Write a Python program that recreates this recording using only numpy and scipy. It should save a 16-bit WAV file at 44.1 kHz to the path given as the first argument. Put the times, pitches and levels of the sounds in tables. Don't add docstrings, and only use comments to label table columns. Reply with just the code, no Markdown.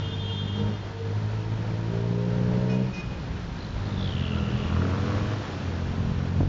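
import sys
import numpy as np
from scipy import signal
from scipy.fft import rfft, irfft
from scipy.io import wavfile
from scipy.ndimage import uniform_filter1d

SR = 44100
rng = np.random.default_rng(int(sys.argv[2]) if len(sys.argv) > 2 else 0)


def unload_audio(sound):
    columns = np.transpose(np.atleast_2d(sound))
    steps = np.round(np.clip(columns, -1, 1) * 32767)
    wavfile.write(sys.argv[1], SR, steps.astype(np.int16))


N = 285768
TIME = np.arange(N) / SR

# (frequency [Hz], gain [dB])
WIND_SPECTRUM = [(20, -8.5), (35, -1.5), (70, 1.5), (110, 2), (170, 0.5), (250, -11), (400, -37.5),
                 (800, -27)]
ROAD_SPECTRUM = [(150, 6), (300, 8.5), (500, 4), (750, 1), (950, 1), (1150, -2.5), (1400, -1), (1800, -4),
                 (2200, -8.5), (3200, -17), (5000, -15.5)]
HISS_SPECTRUM = [(1500, -28), (2400, 1.5), (3200, 2), (4200, -3.5), (4900, -8.5), (5500, -6.5), (6200, -11),
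                 (7300, -13.5)]
# (time [s], half length [s], rise [dB])
GUSTS = [(0.5, 0.21, 3.5), (1.612, 0.13, 3), (2.615, 0.73, 3.5), (3.863, 0.55, 7.5), (4.649, 0.11, 10),
         (5.355, 0.2, 5), (6.048, 0.26, 9), (6.421, 0.084, 14.5)]
# (start [s], end [s], pitch [Hz], tone name, level [dB], relative rasp [dB])
HORN_BLASTS = [(0, .62, 357.3, "long", -42.5, -10), (2.695, 2.765, 413, "short", -42.5, -20),
               (2.935, 3.015, 414, "short", -41, -20)]
HORN_TONES = {"long": [(2140, -32), (2500, -20), (2858, -5.5), (3215, 0), (3572, -3.5), (3930, -13),
              (4700, -36), (6430, -30), (7150, -35)], "short": [(1650, -20), (2065, -16), (2480, 0),
              (2890, -10), (3300, -26), (3715, -15), (4545, -22), (5370, -14), (5780, -25), (6195, -20),
              (6605, -27)]}
# (time [s], half length [s], pitch [Hz], level [dB])
SQUEAK = (4.4, 0.18, 1335, -49)

# (time [s], firing rate [Hz], load [dB])
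BIKE_REVS = [(3.3, 44.67, -10), (3.6, 49.4, -17), (4.02, 59.84, -11), (4.25, 72.66, -12.5),
             (4.45, 77.8, -11.5), (4.68, 85.68, -12), (4.8, 88.94, -1.5), (4.9, 93.18, -0.5),
             (5.0, 96.47, -4.5), (5.15, 100.9, -1), (5.35, 105.5, 0.5), (5.47, 97.1, -9.5),
             (5.65, 92.24, -6), (5.85, 84, -6.5), (6.48, 78.57, -4)]
# (frequency [Hz], gain [dB])
BIKE_PIPE = [(50, 4), (92, 10.5), (106, 6), (140, -12), (182, 0), (215, -9), (245, -10), (276, 1.5),
             (310, -6), (335, -12), (357, -3), (395, -19), (455, -7), (492, 0), (525, -18), (590, -19),
             (615, -12), (648, -9), (700, -17), (800, -21)]
# (frequency [Hz], width [Hz], gain [dB])
BIKE_TIN_MODES = [(1120, 90, -8.5), (1140, 180, 5), (1350, 87, 1.5), (1660, 170, -14.5)]
# (time [s], peak [dB], pitch [Hz])
BIKE_KNOCKS = [(4.766, -24, 1162), (4.788, -27, 995), (4.821, -24.5, 1320), (4.853, -24.5, 1340),
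               (4.864, -38, 1390), (4.896, -35, 1060), (4.941, -31, 1218), (4.982, -26, 1030),
               (5.042, -30, 1135), (5.103, -28, 1100), (5.191, -28, 1181), (5.25, -31.5, 1200),
               (5.324, -31, 1242)]
# (time [s], centre [Hz], level [dB])
CHIRP_TRACK = [(3.5, 4250, -65), (3.62, 4100, -50.5), (3.72, 3982, -57.5), (3.93, 3622, -52),
               (4.05, 3424, -41), (4.16, 2935, -44), (4.24, 2876, -41.5), (4.36, 2750, -44),
               (4.48, 2860, -47.5), (4.6, 2784, -43.5), (4.8, 2805, -52.5), (4.95, 2786, -71)]
# (offset [Hz], gain [dB])
CHIRP_SPREAD = [(20, 0), (120, -2), (280, -12), (750, -19), (1500, -22)]

# (time [s], relative force [dB])
JOLTS = [(2.518, 8), (3.765, 8), (4.095, 7), (6.398, -19), (6.405, 16.5), (6.408, 17.5), (6.412, 14),
         (6.419, 6), (6.431, 12.5)]
# (frequency [Hz], width [Hz], gain [dB])
FRAME_MODES = [(46, 5, 25.5), (134, 62, -19), (297, 100, 10.5), (487.6, 150, -7.5), (819.5, 223, -38)]
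# (time [s], crank rate [Hz])
CRANK_RATE = [(0, 50.03), (.2, 50.1), (.48, 49.9), (.7, 52.38), (.92, 50.34), (1.07, 50.56), (1.2, 53.13),
              (1.87, 55.72), (1.96, 56.74), (2.28, 59.2), (2.87, 63.83), (3.45, 56.46), (3.87, 50.06),
              (4.0, 48.44), (4.15, 45.6), (4.42, 40.4), (4.65, 41.12), (4.95, 42.74), (5.5, 42.73),
              (6.48, 45.6)]
# (time [s], load [dB])
ENGINE_LOAD = [(0, -4.5), (.52, -2.5), (.6, -1), (.7, -0.5), (.8, -9), (.96, -8), (1.1, -3.5), (1.85, -3.5),
               (1.95, -1), (2.82, -0.5), (2.93, -11), (3.7, -13), (3.9, -2), (4.13, -1.5), (4.24, -2),
               (5.12, -2), (5.45, -15), (5.63, -7.5), (5.82, -4), (6.03, -1), (6.48, -1)]
# (crank rate [Hz], boom [dB], octave [dB], lope [dB], body ring [dB])
ENGINE_VOICE = [(41.8, -32, -29, -32, -39.5), (41.9, -34.5, -30.5, -32.5, -37),
                (44.65, -30, -33.5, -34, -45), (49.2, -31, -30, -35.5, -49.5),
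                (52.3, -27.5, -28.5, -39, -39.5), (56.84, -28.5, -38, -31, -35), (60.8, -27, -38, -28, -35)]
# (frequency [Hz], gain [dB])
SILENCER = [(120, 3), (150, -1.5), (185, 1), (212, 1), (240, -12.5), (320, -16), (390, -15.5)]
# (frequency [Hz], width [Hz], gain [dB])
CHUG_MODES = [(95, 40, -2), (170, 45, 2)]
# (frequency [Hz], gain [dB])
BODY_RESPONSE = [(300, -3.5), (335, 7), (370, -31), (398, 8), (425, 10), (460, 3), (485, 5.5), (540, -16.5),
                 (580, -8), (625, 3), (665, -16.5), (850, -35), (935, -6.5), (1100, -26)]
# (frequency [Hz], width [Hz], gain [dB])
PANEL_MODES = [(486, 35, -5), (613, 42, 0), (900, 54, -7)]
# (time [s], gain [linear])
SING_ENVELOPE = [(0, 0.74), (.54, 0.77), (.6, 1.6), (.7, 1.5), (.78, 0.35), (.9, 0.15), (.95, 0.64),
                 (1.09, 1.3), (1.15, 0.075), (1.5, 0)]


def undb(db):
    return 10 ** (np.asarray(db) / 20)


def unit(x):
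    return x / np.sqrt(np.mean(x ** 2))


def curves(table):
    s, *columns = np.transpose(table)
    return [np.interp(TIME, s, c) for c in columns]


def response(spectrum, hz):
    f, db = np.transpose(spectrum)
    return undb(np.interp(np.log(hz + 1), np.log(f), db))


def noise(spectrum):
    hz = np.arange(N // 2 + 1) * SR / N + 1e-6
    ends = 1 / (1 + (hz / spectrum[-1][0] / 1.2) ** 8) / (1 + (.7 * spectrum[0][0] / hz) ** 4)
    return unit(irfft(rfft(rng.standard_normal(N)) * response(spectrum, hz) * ends, N))


def walk(rate_hz):
    k = SR // rate_hz
    steps = np.repeat(rng.standard_normal(N // k + 1), k)
    return unit(uniform_filter1d(uniform_filter1d(steps, k), k)[:N])


def ring(x, modes):
    return sum(undb(db) * signal.lfilter(*signal.iirpeak(hz, hz / width, SR), x)
               for hz, width, db in modes)


def lowpass(x, order, hz):
    return signal.sosfilt(signal.butter(order, hz, fs=SR, output="sos"), x)


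def firings(turns, scatter_db):
    at = np.flatnonzero(np.diff(np.floor(turns)))
    pulses = np.zeros(N)
    pulses[at] = undb(scatter_db * rng.standard_normal(N)[:len(at)])
    return pulses


def puffs(turns, depth):
    return unit(np.exp(-depth * (turns % 1)))


def nearness(late_s, abreast_s=4.794, gap_m=2.15, passing_m_s=4.6):
    return gap_m / np.hypot(gap_m, passing_m_s * (TIME - abreast_s - late_s))


def wind(base_db=-40.5):
    gust_db = sum(db * np.exp(-((TIME - s) / half_s) ** 2) for s, half_s, db in GUSTS)
    return noise(WIND_SPECTRUM) * undb(base_db + gust_db + 2 * walk(14))


def road(turns, hz, load_db, roar_db=-43.5, hiss_db=-53.5, bike_roar_db=-37.5, bike_hiss_db=-48):
    wake = nearness(late_s=.36)
    strain = undb(-42 + .59 * load_db) * (hz / hz.max()) ** .97
    roar_gain = np.sqrt(undb(roar_db) ** 2 + strain ** 2 + (undb(bike_roar_db) * wake) ** 2)
    hiss_gain = np.hypot(undb(hiss_db), undb(bike_hiss_db) * wake)
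    roar = noise(ROAD_SPECTRUM) * roar_gain * undb(.92 * walk(20)) * puffs(2 * turns, depth=.062)
    hiss = noise(HISS_SPECTRUM) * hiss_gain * undb(.5 * walk(30)) * puffs(turns, depth=.24)
    return roar + hiss


def street_echo(x, t60_s, wet_db):
    tail = lowpass(rng.standard_normal(SR), order=2, hz=3800)
    tail *= np.exp(-np.log(1000) * TIME[:SR] / t60_s)
    return x + undb(wet_db) * signal.fftconvolve(x, tail / np.sqrt(np.sum(tail ** 2)))[:N]


def horn(start_s, end_s, hz, name, db, rasp_db, flutter_db=3.3):
    tone = HORN_TONES[name]
    angle = 2 * np.pi * np.cumsum(hz * (1 + .001 * walk(40))) / SR
    buzz = np.zeros(N)
    for k in range(4, 21):
        gain = response(tone, k * hz) * undb(flutter_db * walk(45))
        buzz += gain * np.sin(k * angle + k * k + .35 * walk(100))
    gate = np.interp(TIME, [start_s - .004, start_s + .0037, end_s - .01, end_s + .012], [0, 1, 1, 0])
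    return (unit(buzz) + undb(rasp_db) * noise(tone)) * undb(db) * gate


def squeak(s, half_s, hz, db):
    tone = np.sqrt(2) * np.sin(2 * np.pi * np.cumsum(hz * (1 + .0391 * walk(300))) / SR)
    return tone * undb(db + 2.3 * walk(60)) * np.exp(-((TIME - s) / half_s) ** 2)


def bike_knocks(rise_s=.0007):
    out = np.zeros(N)
    for s, db, hz in BIKE_KNOCKS:
        age = np.maximum(TIME - s + rise_s, 0) / rise_s
        out += undb(db) * age * np.exp(1 - age) * np.sin(2 * np.pi * hz * (TIME - s))
    return out


def bike_chirps(turns, upper_ratio=1.15, upper_db=-8.5, floor=.28, sharpness=6):
    hz, db = curves(CHIRP_TRACK)
    angle = 2 * np.pi * np.cumsum(hz) / SR
    band = noise(CHIRP_SPREAD) * np.cos(angle)
    band += undb(upper_db) * noise(CHIRP_SPREAD) * np.cos(upper_ratio * angle)
    levelled = unit(np.tanh(.8 * unit(band)))
    gate = unit(floor + np.abs(np.sin(np.pi * turns)) ** sharpness)
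    return levelled * gate * undb(db)


def motorbike(pipe_db=-34.5, lope_db=-6, rattle_db=-42, appear_s=3.154, fade_s=.18):
    hz, load_db = curves(BIKE_REVS)
    near = nearness(late_s=0) * (.5 + .5 * np.tanh((TIME - appear_s) / fade_s))
    turns = np.cumsum(hz) / SR + .004 * walk(60) - .45
    stack = np.zeros(N)
    for k in np.arange(2, 17) / 2:
        gain = response(BIKE_PIPE, k * hz) * undb(lope_db * (k % 1 > 0))
        stack += gain * np.sin(2 * np.pi * k * turns + k * k)
    pipe = np.sqrt(2) * stack * undb(pipe_db + load_db + 1.4 * walk(50))
    grit = puffs(turns, depth=17) * rng.standard_normal(N)
    tin = ring(unit(firings(turns, scatter_db=2)) + grit, BIKE_TIN_MODES)
    rattle = unit(ring(tin, [(1270, 900, 0)])) * undb(rattle_db + .36 * load_db)
    rattle *= nearness(late_s=.2)
    return near * (pipe + rattle) + bike_chirps(turns)


def jolts(peak_db=-13.5):
    force = np.zeros(N)
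    for s, db in JOLTS:
        force[int(s * SR)] -= undb(db)
    thump = lowpass(ring(force, FRAME_MODES), order=3, hz=1000)
    return thump / np.abs(thump).max() * undb(peak_db)


def canopy(turns, load_db, strut_hz=926.6, width_hz=46, db=-51.5, shift_s=2.9):
    strut = [(strut_hz, width_hz, 0)]
    force = puffs(turns, depth=4) * rng.standard_normal(N)
    buzz = unit(ring(ring(force, strut), strut))
    low_gear = np.interp(TIME, [shift_s, shift_s + .08], [1, 0])
    return buzz * undb(db + .6 * load_db) * low_gear


def gears(turns, hz, load_db, order=8.73, db=-44, onset_hz=(57, 58.5)):
    whine = np.sqrt(2) * np.sin(2 * np.pi * order * turns + .36 * walk(30))
    return whine * undb(db + load_db + 2 * walk(15)) * np.interp(hz, onset_hz, [0, 1])


def loose_panel(turns, load_db, order=9, panel_hz=456, width_hz=14, drive_db=-42.5):
    drive = np.sqrt(2) * np.sin(2 * np.pi * order * turns) * undb(drive_db - .34 * load_db)
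    panel = [(panel_hz, width_hz, 0)]
    return ring(ring(drive, panel), panel) * undb(2.9 * walk(40)) * curves(SING_ENVELOPE)[0]


def overrun(turns, load_db, db=-36.5, below_db=-7.5, range_db=13.5):
    shut = np.clip((below_db - load_db) / range_db, 0, 1)
    pops = firings(turns, scatter_db=4.5)
    chugs = lowpass(ring(pops, CHUG_MODES), order=4, hz=230)
    return unit(chugs) * shut * undb(db)


def body(turns, hz, ring_db, bark_db=3, bark_hz=(56, 54.5)):
    orders = np.arange(6, 20)[:, None]
    tailpipe_db = np.isin(orders, (7, 9, 10)) * np.interp(hz, bark_hz, [0, bark_db])
    gains = response(BODY_RESPONSE, orders * hz) * undb(tailpipe_db)
    gains /= np.sqrt(np.sum(gains ** 2, axis=0))
    lag_rad = (orders * hz / 300) ** 2
    flicker = undb(1.6 * np.array([walk(40) for _ in orders]))
    lines = np.sqrt(2) * np.sum(gains * flicker * np.cos(2 * np.pi * orders * turns - lag_rad), axis=0)
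    gas = unit(ring(puffs(turns, depth=.98) * rng.standard_normal(N), PANEL_MODES))
    return undb(ring_db) * lines + undb(.45 * ring_db - 35) * gas


def exhaust(turns, hz, boom_db, octave_db, lope_db, frame_hz=59):
    angle = 2 * np.pi * (turns + .003 * walk(60))
    boom = undb(boom_db + 1.1 * walk(50)) * np.cos(2 * angle)
    octave = undb(octave_db) * np.cos(4 * angle)
    lope = undb(lope_db) * sum(response(SILENCER, k * hz) * np.cos(k * angle) for k in (3, 5, 6))
    shake = undb(-43) * np.cos(angle) / (1 + ((hz - frame_hz) / 4.5) ** 2)
    return np.sqrt(2) * (boom + shake + (octave + lope) * undb(1.9 * walk(70)))


def engine(turns, hz, load_db, boom_knee_db=-5):
    speeds_hz, *voice = np.transpose(ENGINE_VOICE)
    boom_db, octave_db, lope_db, ring_db = (np.interp(hz, speeds_hz, column) for column in voice)
    boom_db += 20 * np.log10(np.tanh(undb(2.33 * (load_db - boom_knee_db))))
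    pipe = exhaust(turns, hz, boom_db, octave_db + 3.7 * load_db, lope_db + load_db)
    panels = body(turns, hz, ring_db + 2.02 * load_db)
    return pipe + panels + loose_panel(turns, load_db) + gears(turns, hz, load_db)


def scene():
    (hz,), (load_db,) = curves(CRANK_RATE), curves(ENGINE_LOAD)
    turns = np.cumsum(hz) / SR
    horns = street_echo(sum(horn(*row) for row in HORN_BLASTS), t60_s=1.15, wet_db=-10)
    ride = engine(turns, hz, load_db) + overrun(turns, load_db) + canopy(turns, load_db) + jolts()
    air = wind() + road(turns, hz, load_db)
    return (ride + air + motorbike() + bike_knocks() + squeak(*SQUEAK) + horns)[None]


def record(dry):
    ceiling, top_hz = .36, 7250
    rounded = ceiling * np.tanh(dry / ceiling)
    return signal.sosfilt(signal.ellip(10, .2, 80, top_hz, fs=SR, output="sos"), rounded)


dry = scene()
out = record(dry)
unload_audio(out)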